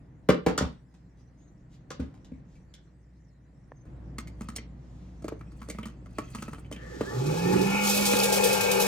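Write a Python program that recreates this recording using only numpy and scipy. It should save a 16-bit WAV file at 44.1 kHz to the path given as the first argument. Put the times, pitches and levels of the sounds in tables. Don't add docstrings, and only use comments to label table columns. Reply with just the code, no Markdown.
import sys
import numpy as np
from scipy import signal
from scipy.fft import rfft, irfft, next_fast_len
from scipy.io import wavfile
from scipy.ndimage import uniform_filter1d, map_coordinates

SR = 44100
rng = np.random.default_rng(int(sys.argv[2]) if len(sys.argv) > 2 else 0)


def dump_mix(stems):
    frames = np.atleast_2d(stems).T
    limited = np.clip(frames, -1, 1)
    pcm = np.round(limited * 32767).astype(np.int16)
    wavfile.write(sys.argv[1], SR, pcm)


N = 391166
TIME = np.arange(N) / SR
WALL_S, TURN_S, TURN_LENGTH_S = 3.86, 7.64, 0.93


def amp(db):
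    return 10 ** (np.asarray(db) / 20)


def unit(x):
    return x / np.sqrt(np.mean(x ** 2) + 1e-20)


def along(points, hz):
    freqs, values = np.transpose(points)
    return np.interp(np.log(hz + 1), np.log(freqs + 1), values)


def ramp(start_s, length_s):
    return np.clip((TIME - start_s) / length_s, 0, 1)


def swells(rows):
    return sum(amp(db) * np.exp(-((TIME - s) / half_s) ** 2) for s, half_s, db in rows)


def wobble(rate_hz):
    return map_coordinates(rng.standard_normal(int(N * rate_hz / SR) + 4), [TIME * rate_hz])


def filtered(x, response):
    n = x.shape[-1]
    padded = next_fast_len(n + 8192)
    return irfft(rfft(x, padded) * response(np.fft.rfftfreq(padded, 1 / SR)), padded)[..., :n]


def spectrum(points):
    return lambda hz: amp(along(points, hz))


def modes(table):
    return lambda hz: sum(
        (-1) ** k * amp(db) * 1j * hz * width / (centre ** 2 - hz ** 2 + 1j * hz * width)
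        for k, (centre, width, db) in enumerate(table))


def placed(x, phase, balance):
    sides = np.array([[.5], [-.5]])
    return filtered(x, lambda hz: np.exp(1j * sides * along(phase, hz)) * amp(sides * along(balance, hz)))


def rush(response, coherence, patchy_db):
    bins = signal.stft(rng.standard_normal((2, N)), nperseg=512)[2]
    patches = uniform_filter1d(uniform_filter1d(rng.standard_normal(bins.shape[1:]), 6, 0), 10, 1)
    pair = signal.istft(bins * amp(patchy_db * unit(patches)), nperseg=512)[1][:, :N]
    angle = lambda hz: np.arccos(np.clip(along(coherence, hz), -1, 1)) / 2
    mid, side = filtered(pair, lambda hz: response(hz) * [np.cos(angle(hz)), np.sin(angle(hz))])
    return unit(np.array([mid + side, mid - side]))


# freq_hz, level_db
RUMBLE = [(15, -56.5), (25, -25.5), (40, -3.5), (64, -21), (88, -10), (127, -3), (188, -10), (208, -15),
          (301, -15), (425, -27), (469, -24.5), (1060, -35), (1320, -38.5), (1730, -40.5), (9000, -73),
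          (11700, -92), (19800, -120)]
HISS = [(530, -52), (900, -10.5), (1270, -5.5), (1590, -5.5), (2050, -7.5), (3300, -24.5), (3940, -14),
        (5120, -12), (7060, -11), (15500, -43.5)]
# freq_hz, coherence
RUMBLE_COHERENCE = [(60, 0.93), (150, 0.94), (300, 0.9), (1000, 0.057)]
# counter_db, socket_db, turn_change_db
HUM_DB, RUMBLE_DB, HISS_DB = (-57, -45, -9), (-53.5, -47, 2), (-80, -77, -4)


def room():
    at_wall, turned = ramp(WALL_S, 0.0074), ramp(TURN_S, TURN_LENGTH_S)
    hum_db, rumble_db, hiss_db = [
        counter + (socket - counter) * at_wall + change * turned + 1.6 * wobble(1.9)
        for counter, socket, change in (HUM_DB, RUMBLE_DB, HISS_DB)]
    hum = amp(hum_db + 0.81 * wobble(8.7)) * np.sin(2 * np.pi * 59.7 * TIME + 0.6 * wobble(9))
    third = amp(hum_db - 10 + 1.4 * wobble(6)) * np.sin(2 * np.pi * 179 * TIME + 0.99 * wobble(7.2))
    fan = amp(-82) * unit(filtered(rng.standard_normal(N), modes([(1870, 250, 0)])))
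    rumble = amp(rumble_db) * rush(spectrum(RUMBLE), RUMBLE_COHERENCE, patchy_db=0.1)
    hiss = amp(hiss_db) * rush(spectrum(HISS), coherence=[(1000, 0.13)], patchy_db=6)
    return np.sqrt(2) * hum + third + fan + rumble + hiss


def struck(contacts, body, snap_spectrum, rattle_s, t60_s):
    out, t = np.zeros(N + SR), np.arange(SR // 3) / SR
    linger_db = 22.5
    for start_s, clack_db, clack_hz, thud_db, knock_db, snap_db in contacts:
        scatter_db, phases = rng.standard_normal((2, len(body))) * [[2.5], [0.9]]
        excess_db = np.clip(thud_db - max(clack_db, snap_db), -2 * linger_db, linger_db)
        fade = amp(-60 * t / (t60_s * 2 ** (excess_db / linger_db)))
        ring = 0
        for k, (hz, mode_db, mode_t60_s) in enumerate(body):
            spot_db = clack_db - 4 - 13 * abs(np.log2(hz / clack_hz))
            blow_db = thud_db if hz < 260 else knock_db if hz < 750 else spot_db if hz < 3500 else snap_db
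            decay = amp(mode_db + scatter_db[k] + blow_db - 60 * t / mode_t60_s)
            attack = 1 - np.exp(-t * hz / 0.71)
            ring += (-1) ** k * decay * attack * np.sin(2 * np.pi * hz * t + phases[k])
        rattle = amp(-60 * t / rattle_s) + 0.46 * fade
        noise = rng.standard_normal((2, len(t)))
        chatter_db = 4.5 * np.minimum(t / 0.0085, 1) * np.repeat(rng.standard_normal(len(t) // 100), 100)
        noise *= amp(chatter_db)
        snap = amp(snap_db) * unit(filtered(noise[0], spectrum(snap_spectrum)))
        clack = unit(filtered(noise[1], modes([(clack_hz, 300, 1.5), (1500, 2500, -12)])))
        hit = ring * np.sqrt(fade) + rattle * amp(clack_db - 9.5) * clack
        hit *= 1 - np.exp(-t / 0.0014)
        hit += rattle * snap * (1 - np.exp(-t / 0.00078))
        out[round(start_s * SR):][:len(t)] += hit
    return out[:N]


# start_s, clack_db, clack_hz, thud_db, knock_db, snap_db
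BOWL_CONTACTS = [(0.288, -6, 1121, -11, -12.5, -37.5), (0.463, -10, 1017, -15, -14, -34.5),
                 (0.577, -14, 1236, -28.5, -30, -23), (0.606, -18, 954, -18.5, -29, -53),
                 (0.621, -31, 1060, -19.5, -34.5, -42.5), (0.94, -55, 935, -55, -72.5, -63),
                 (1.904, -29, 1170, -42.5, -38.5, -39), (1.995, -42, 1230, -20.5, -38.5, -58),
                 (2.14, -48, 802, -43, -72, -64), (2.246, -58, 840, -63, -68, -57.5),
                 (2.317, -53.5, 2270, -30.5, -52, -72), (2.554, -54.5, 2290, -74, -67, -66),
                 (2.739, -73, 2720, -66, -65, -47), ]
# pitch_hz, level_db, t60_s
BOWL_MODES = [(68.6, -6, 0.2), (129, -1.5, 0.04), (177, -2.5, 0.15), (252, 3, 0.063), (328, 0.5, 0.07),
              (430, 3, 0.06), (499.5, 1.5, 0.058), (586, -1, 0.06), (770, -4.5, 0.082), (1037, -9.5, 0.06),
              (1445, -7, 0.042), (2320, -7.5, 0.1), (2600, -8, 0.05)]
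# freq_hz, level_db
BOWL_NOISE = [(800, -24), (2000, -2.5), (3500, 0), (5000, -1.5), (7000, -1), (10000, -13), (15500, -16),
              (16200, -56.5)]


def bowl_knocks():
    return struck(BOWL_CONTACTS, BOWL_MODES, BOWL_NOISE, rattle_s=0.02, t60_s=0.16)


# centre_s, half_length_s, level_db
SLIDES = [(1.414, 0.025, -79), (1.742, 0.031, -69), (2.535, 0.058, -77), (1.2, 0.029, -76.5),
          (4.0, 0.067, -93), (5.0, 0.24, -74)]
# start_s, length_s, pitch_hz, rise_hz, level_db
SQUEAKS = [(1.373, 0.13, 5960, 700, -71), (3.726, .12, 6100, 199, -80.5)]


def rubbing():
    out = swells(SLIDES) * unit(filtered(rng.standard_normal(N), spectrum(BOWL_NOISE)))
    for start_s, length_s, pitch_hz, rise_hz, db in SQUEAKS:
        arch = np.sin(np.pi * ramp(start_s, length_s))
        envelope = np.sqrt(np.abs(arch)) * amp(db + 5.9 * wobble(72))
        hz = pitch_hz + rise_hz * arch + 0.016 * pitch_hz * wobble(300)
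        out += envelope * np.sin(2 * np.pi * np.cumsum(hz) / SR)
    return out


# centre_hz, width_hz, level_db
CASE_MODES = [(523, 160, 1), (1050, 220, -3), (1770, 130, -1.8)]


def finger_tap(start_s=3.719, peak_db=-32.5):
    blow = np.zeros(N)
    blow[round(start_s * SR)] = 1
    ring = filtered(blow, lambda hz: modes(CASE_MODES)(hz) / (1 + 1j * hz / 1800) ** 2)
    return amp(peak_db) * ring / np.abs(ring).max()


# start_s, clack_db, clack_hz, thud_db, knock_db, snap_db
PLUG_CONTACTS = [(3.853, -58, 1500, -47, -60, -72), (4.183, -28.5, 1280, -34.5, -49, -39),
                 (4.272, -44, 2230, -45.5, -68, -53), (4.408, -35, 1040, -28.5, -49, -51.5),
                 (4.486, -33, 1150, -28.5, -56, -45), (4.555, -52, 2000, -60, -66, -51),
                 (4.561, -41, 2180, -55, -59, -33), (4.583, -33, 2320, -33.5, -48, -71),
                 (5.222, -51, 1200, -44, -55, -60), (5.243, -40.5, 1400, -36, -35, -52.5),
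                 (5.281, -27, 1240, -48, -40, -45), (5.32, -39.5, 1050, -51, -35, -80),
                 (5.392, -60, 2200, -64, -68, -66), (5.409, -40, 1150, -51, -62, -81),
                 (5.519, -50, 1260, -67, -74, -64), (5.604, -55, 1200, -64, -70, -64),
                 (5.616, -32.5, 1150, -38.5, -67, -60), (5.686, -40, 1100, -45, -43, -47),
                 (5.699, -31, 2186, -35, -43.5, -36.5), (5.747, -45, 2150, -34, -51, -68),
                 (5.785, -31, 1130, -25.5, -47, -55), (5.83, -31.5, 3050, -36, -52, -59),
                 (5.855, -32.5, 1130, -27.5, -56, -47.5), (6.059, -43, 1130, -61, -58, -65),
                 (6.184, -21, 1250, -31, -31.5, -41.5), (6.348, -28.5, 1070, -28.5, -48.5, -42.5),
                 (6.384, -37.5, 2770, -34.5, -62, -68), (6.423, -28.5, 1110, -26.5, -51, -44.5),
                 (6.48, -35, 1200, -29, -43, -69), (6.531, -29.5, 1060, -39, -45, -54),
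                 (6.552, -48, 3080, -62, -64, -62), (6.582, -42, 1230, -59, -50, -69),
                 (6.646, -46, 3000, -64, -66, -78), (6.661, -50, 3000, -62, -64, -72),
                 (6.713, -40, 1140, -44, -40, -50), (6.724, -34.5, 2593, -34.5, -46, -44.5),
                 (6.761, -34, 3120, -36, -52, -62), (7.008, -22.5, 1090, -21, -26, -54),
                 (7.535, -26.5, 1320, -14.5, -45, -51), (8.134, -21, 1657, -19.5, -28, -31.5)]
# pitch_hz, level_db, t60_s
SOCKET_MODES = [(117, -5.5, 0.063), (219.5, 0, 0.11), (302.4, 8, 0.074), (445, 8, 0.049), (600, 8, 0.029),
                (877, 1, 0.023), (1139, -1.5, 0.048), (1286, 1.5, 0.036), (1870, 9, 0.0085),
                (2107, -1.5, 0.054), (2320, -3.5, 0.063), (2710, -12, 0.055), (3070, -4.5, 0.054),
                (4440, 5.5, 0.014), (5300, -4.5, 0.017), (6570, -1.5, 0.047), (8140, -2.5, 0.037),
                (8900, 1, 0.022)]
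# freq_hz, level_db
PRONG_NOISE = [(1500, -3.5), (3000, 0.5), (4500, 1), (6500, 4), (9000, 3), (12000, -11.5), (15500, -4),
               (16200, -64)]


def plug_clicks():
    return struck(PLUG_CONTACTS, SOCKET_MODES, PRONG_NOISE, rattle_s=0.033, t60_s=0.13)


# centre_s, half_length_s, level_db
SCRAPES = [(4.43, 0.059, -64), (5.27, 0.051, -75), (5.72, 0.22, -67), (6.2, 0.11, -68.5),
           (6.4, 0.17, -56.5), (6.88, .08, -65.5)]
# centre_hz, width_hz, level_db
PRONG_MODES = [(1270, 100, 0), (1960, 140, -3.5), (2570, 120, 3.5), (3260, 130, -2.5), (4580, 420, -3.5),
               (6300, 390, -6.5), (8280, 1700, -11)]


def prong_scrapes():
    slips = lambda: rng.standard_normal(N) * amp(5.5 * wobble(45) + 3 * wobble(250))
    return swells(SCRAPES) * unit(sum(filtered(slips(), modes([mode])) for mode in PRONG_MODES))


# time_s, shaft_hz
SHAFT_SPEED = [(6.7, 28), (7.05, 99), (7.1, 111), (7.214, 133.0), (7.302, 153.9), (7.498, 183.7),
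               (7.58, 189.7), (7.814, 203.4), (8.39, 198.7), (8.8, 197.3)]
MOTOR_START_S, FULL_SPEED_HZ = SHAFT_SPEED[0][0], 200
# freq_hz, left_lead_rad
POPPER_PHASE = [(100, 0.046), (180, 0.36), (350, 2.2), (2000, 1.36), (12000, 1.4)]
# freq_hz, left_minus_right_db
WALL_BALANCE = [(60, 4.5), (200, -1.5), (420, -11), (520, -2), (850, 5), (1900, 1), (3800, 1), (7500, -3.5),
                (15000, 2.6)]
TURNED_BALANCE = [(60, -3.5), (200, -10), (420, 12), (520, 5), (850, 6.5), (1900, 2.5), (3800, -0.8),
                  (7500, -2), (15000, 0.2)]


def popper():
    shaft_hz = np.interp(TIME, *np.transpose(SHAFT_SPEED))
    halvings = np.maximum(np.log2(FULL_SPEED_HZ / shaft_hz), 0)
    turned = ramp(TURN_S, TURN_LENGTH_S)
    running_db = lambda full_db, loss_db, turn_db: full_db - loss_db * halvings + turn_db * turned
    sound = airflow(running_db) + motor(shaft_hz, turned, running_db)
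    at_wall = placed(sound, POPPER_PHASE, WALL_BALANCE)
    facing = placed(sound, POPPER_PHASE, TURNED_BALANCE)
    return (1 - turned) * at_wall + turned * facing


# centre_hz, width_hz, level_db
BASE = [(138.2, 56, 0.5), (335.5, 130, 1.5), (405, 39, 7)]
HOUSING = [(492, 48, 2), (845, 52, 5), (656, 51, -16), (1034, 60, -10.5)]
CHAMBER_LOW = [(1160, 110, 0), (1420, 220, -2)]
CHAMBER_HIGH = [(1770, 150, 0)]
CHUTE = [(2240, 99, 2), (2538, 56, 7), (2920, 92, -2.5)]
AIR_PATHS = BASE, HOUSING[:1], HOUSING[1:], CHAMBER_LOW, CHAMBER_HIGH, CHUTE
# full_speed_db, loss_per_halving_db, turn_change_db
FLOW_LEVELS = [(-28, 15.5, -19.5), (-36, 9, 8), (-35, 17, 3.5), (-42.5, 8, 0), (-51.5, 1, 4),
               (-35.5, 30.5, 2), (-42.5, 13, 1)]
# freq_hz, level_db
JET = [(1500, -25.5), (2300, -12.5), (3200, 2), (6000, 2.5), (8000, -2.5), (11000, -31)]
FIZZ = [(4000, -20), (7000, -2), (9000, 0), (12000, -1), (15600, -5), (16200, -60)]
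# freq_hz, coherence
AIR_COHERENCE = [(100, 1), (300, 0.99), (1000, 0.66), (4000, .4), (12000, 0.94)]


def airflow(running_db):
    *paths_db, steady_db = [running_db(*row) for row in FLOW_LEVELS]
    air = 0
    for db, path in zip(paths_db, AIR_PATHS):
        surge = amp(db + 0.42 * wobble(25) + 1.6 * wobble(5))
        response = lambda hz: np.abs(modes(path)(hz)) ** 1.24
        air += surge * rush(response, AIR_COHERENCE, patchy_db=2)
    hiss_db = kernel_hiss_db(steady_db)
    fizz_db = hiss_db + 0.45 * (hiss_db + 36)
    air += amp(hiss_db + 2.5) * rush(spectrum(JET), AIR_COHERENCE, patchy_db=1)
    air += amp(fizz_db) * rush(spectrum(FIZZ), AIR_COHERENCE, patchy_db=2)
    air += amp(hiss_db - 11) * ramp(SWIRL_S, SWIRL_RISE_S) * kernel_ticks()
    return air * ramp(MOTOR_START_S, 0.13)


# centre_hz, width_hz, level_db
MOUNT_MODES = [(129.8, 12, -26), (177.6, 24, -28), (210, 27, -28)]
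# order, full_speed_db, loss_per_halving_db, turn_change_db
HUM_ORDERS = [(2, -44.5, 10.5, 6.5), (3, -55, 24, 10), (5, -58, 17, 8), (7, -43, 138.5, 3.5),
              (8, -71, 12, 24.5), (9, -68.5, 27, 14)]
# order, level_db
WHINE_ORDERS = [(9, -51), (10, -44), (16, -42)]


def motor(shaft_hz, turned, running_db):
    angle = 2 * np.pi * np.cumsum(shaft_hz) / SR
    shake = np.sqrt(sum(np.abs(modes([mode])(shaft_hz)) ** 2 for mode in MOUNT_MODES))
    shake *= amp(-9 * turned + 1.1 * wobble(24) + 1.1 * wobble(6.3))
    tones = ramp(7.08, 0.11) * shake * np.sin(angle + 0.24 * wobble(30))
    for order, *levels in HUM_ORDERS:
        tones += amp(running_db(*levels) + 4.5 * wobble(9)) * np.sin(order * angle + 0.47 * wobble(30))
    for order, db in WHINE_ORDERS:
        resonance = np.abs(modes(CHAMBER_LOW[:1] + CHAMBER_HIGH)(order * shaft_hz)) ** 1.8
        tones += amp(db + 3 * wobble(30)) * resonance * np.sin(order * angle + wobble(60))
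    return np.sqrt(2) * ramp(7.0, 0.068) * tones


# peak_s, level_db, t60_s
TOSSES = [(8.055, -34, 0.22), (8.19, -42, 0.34), (8.235, -35, 0.22), (8.326, -35.5, .4), (8.44, -38, 0.5),
          (8.53, -38.5, 0.14), (8.61, -39.5, 0.23), (8.715, -33, 0.17), (8.8, -37, 0.68)]
SWIRL_S, SWIRL_RISE_S = 7.8, 0.073


def kernel_hiss_db(steady_db, lift_db=11.5, ease_s=3.1, attack_s=0.0025):
    decay = lambda start_s, t60_s: amp(-60 * np.maximum(TIME - start_s, 0) / t60_s)
    swirl_db = lift_db * ramp(SWIRL_S, SWIRL_RISE_S) * decay(SWIRL_S, ease_s)
    tossed = sum(amp(db) * ramp(s - attack_s, attack_s) * decay(s, t60_s) for s, db, t60_s in TOSSES)
    return 20 * np.log10(amp(steady_db + swirl_db) + tossed) + 0.72 * wobble(45) + 0.92 * wobble(160)


def kernel_ticks(per_s=900, centre_hz=6500, span_octaves=2.4, t60_cycles=22, spread_db=4):
    run_s = N / SR - MOTOR_START_S
    when, size, pitch, side = rng.random((round(per_s * run_s), 4)).T
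    t = np.arange(SR // 100) / SR
    hz = np.clip(centre_hz * 2 ** (span_octaves * (pitch - 0.5)), 0, SR / 3)[:, None]
    level_db = -spread_db * np.log(1 - size)[:, None]
    rings = amp(level_db - 60 * t * hz / t60_cycles) * np.sin(2 * np.pi * hz * t)
    samples = ((MOTOR_START_S + when * run_s) * SR).astype(int)[:, None] + np.arange(len(t))
    pair = np.array([np.bincount(samples.ravel(), (rings * pan[:, None]).ravel(), N + SR)[:N]
                     for pan in (np.sqrt(side), np.sqrt(1 - side))])
    return pair / np.sqrt(np.mean(pair[:, round(MOTOR_START_S * SR):] ** 2))


# freq_hz, t60_s
KITCHEN_DECAY = [(150, 0.33), (1000, 0.26), (4000, 0.29), (12000, 0.0096)]


def kitchen_reverb(x):
    out, step = np.zeros((2, N + SR)), SR // 8
    for start in range(0, N, step):
        hz, t, bins = signal.stft(rng.standard_normal((2, SR // 2)), SR, nperseg=256)
        tail = signal.istft(bins * amp(-60 * t / along(KITCHEN_DECAY, hz)[:, None]), SR, nperseg=256)[1]
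        wet = signal.fftconvolve(x[None, start:start + step], tail / np.linalg.norm(tail[0]), axes=1)
        out[:, start:start + wet.shape[1]] += wet
    left, right = out[:, :N]
    side = filtered(left - right, lambda hz: 1 / (1 + (220 / (hz + 1)) ** 3))
    return (left + right + np.array([side, -side])) / 2


# freq_hz, left_lead_rad
BOWL_PHASE = [(100, .05), (200, 0.31), (400, 0.52), (2000, 0.35), (12000, 2.4)]
PLUG_PHASE = [(100, 0.046), (200, 0.13), (400, 0.33), (2000, 1.1), (12000, 1.6)]
# freq_hz, left_minus_right_db
BOWL_BALANCE = [(60, 0.0), (240, 0.5), (950, -1.0), (3770, 0.0), (15000, 0.5)]
PLUG_BALANCE = [(60, 2), (240, -2.5), (950, 0.53), (3770, -0.5), (15000, -2.5)]


def scene():
    bowl = bowl_knocks() + rubbing()
    plug = plug_clicks() + prong_scrapes()
    direct = placed(bowl, BOWL_PHASE, BOWL_BALANCE) + placed(plug, PLUG_PHASE, PLUG_BALANCE)
    reverb = kitchen_reverb(amp(-5) * bowl + amp(-11.5) * plug)
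    return direct + reverb + finger_tap() + popper() + room()


def record(dry):
    bass_hz, top_hz = 30, 17100
    return filtered(dry, lambda hz: (1j * hz / (bass_hz + 1j * hz)) ** 2 * (hz < top_hz))


dry = scene()
out = record(dry)
dump_mix(out)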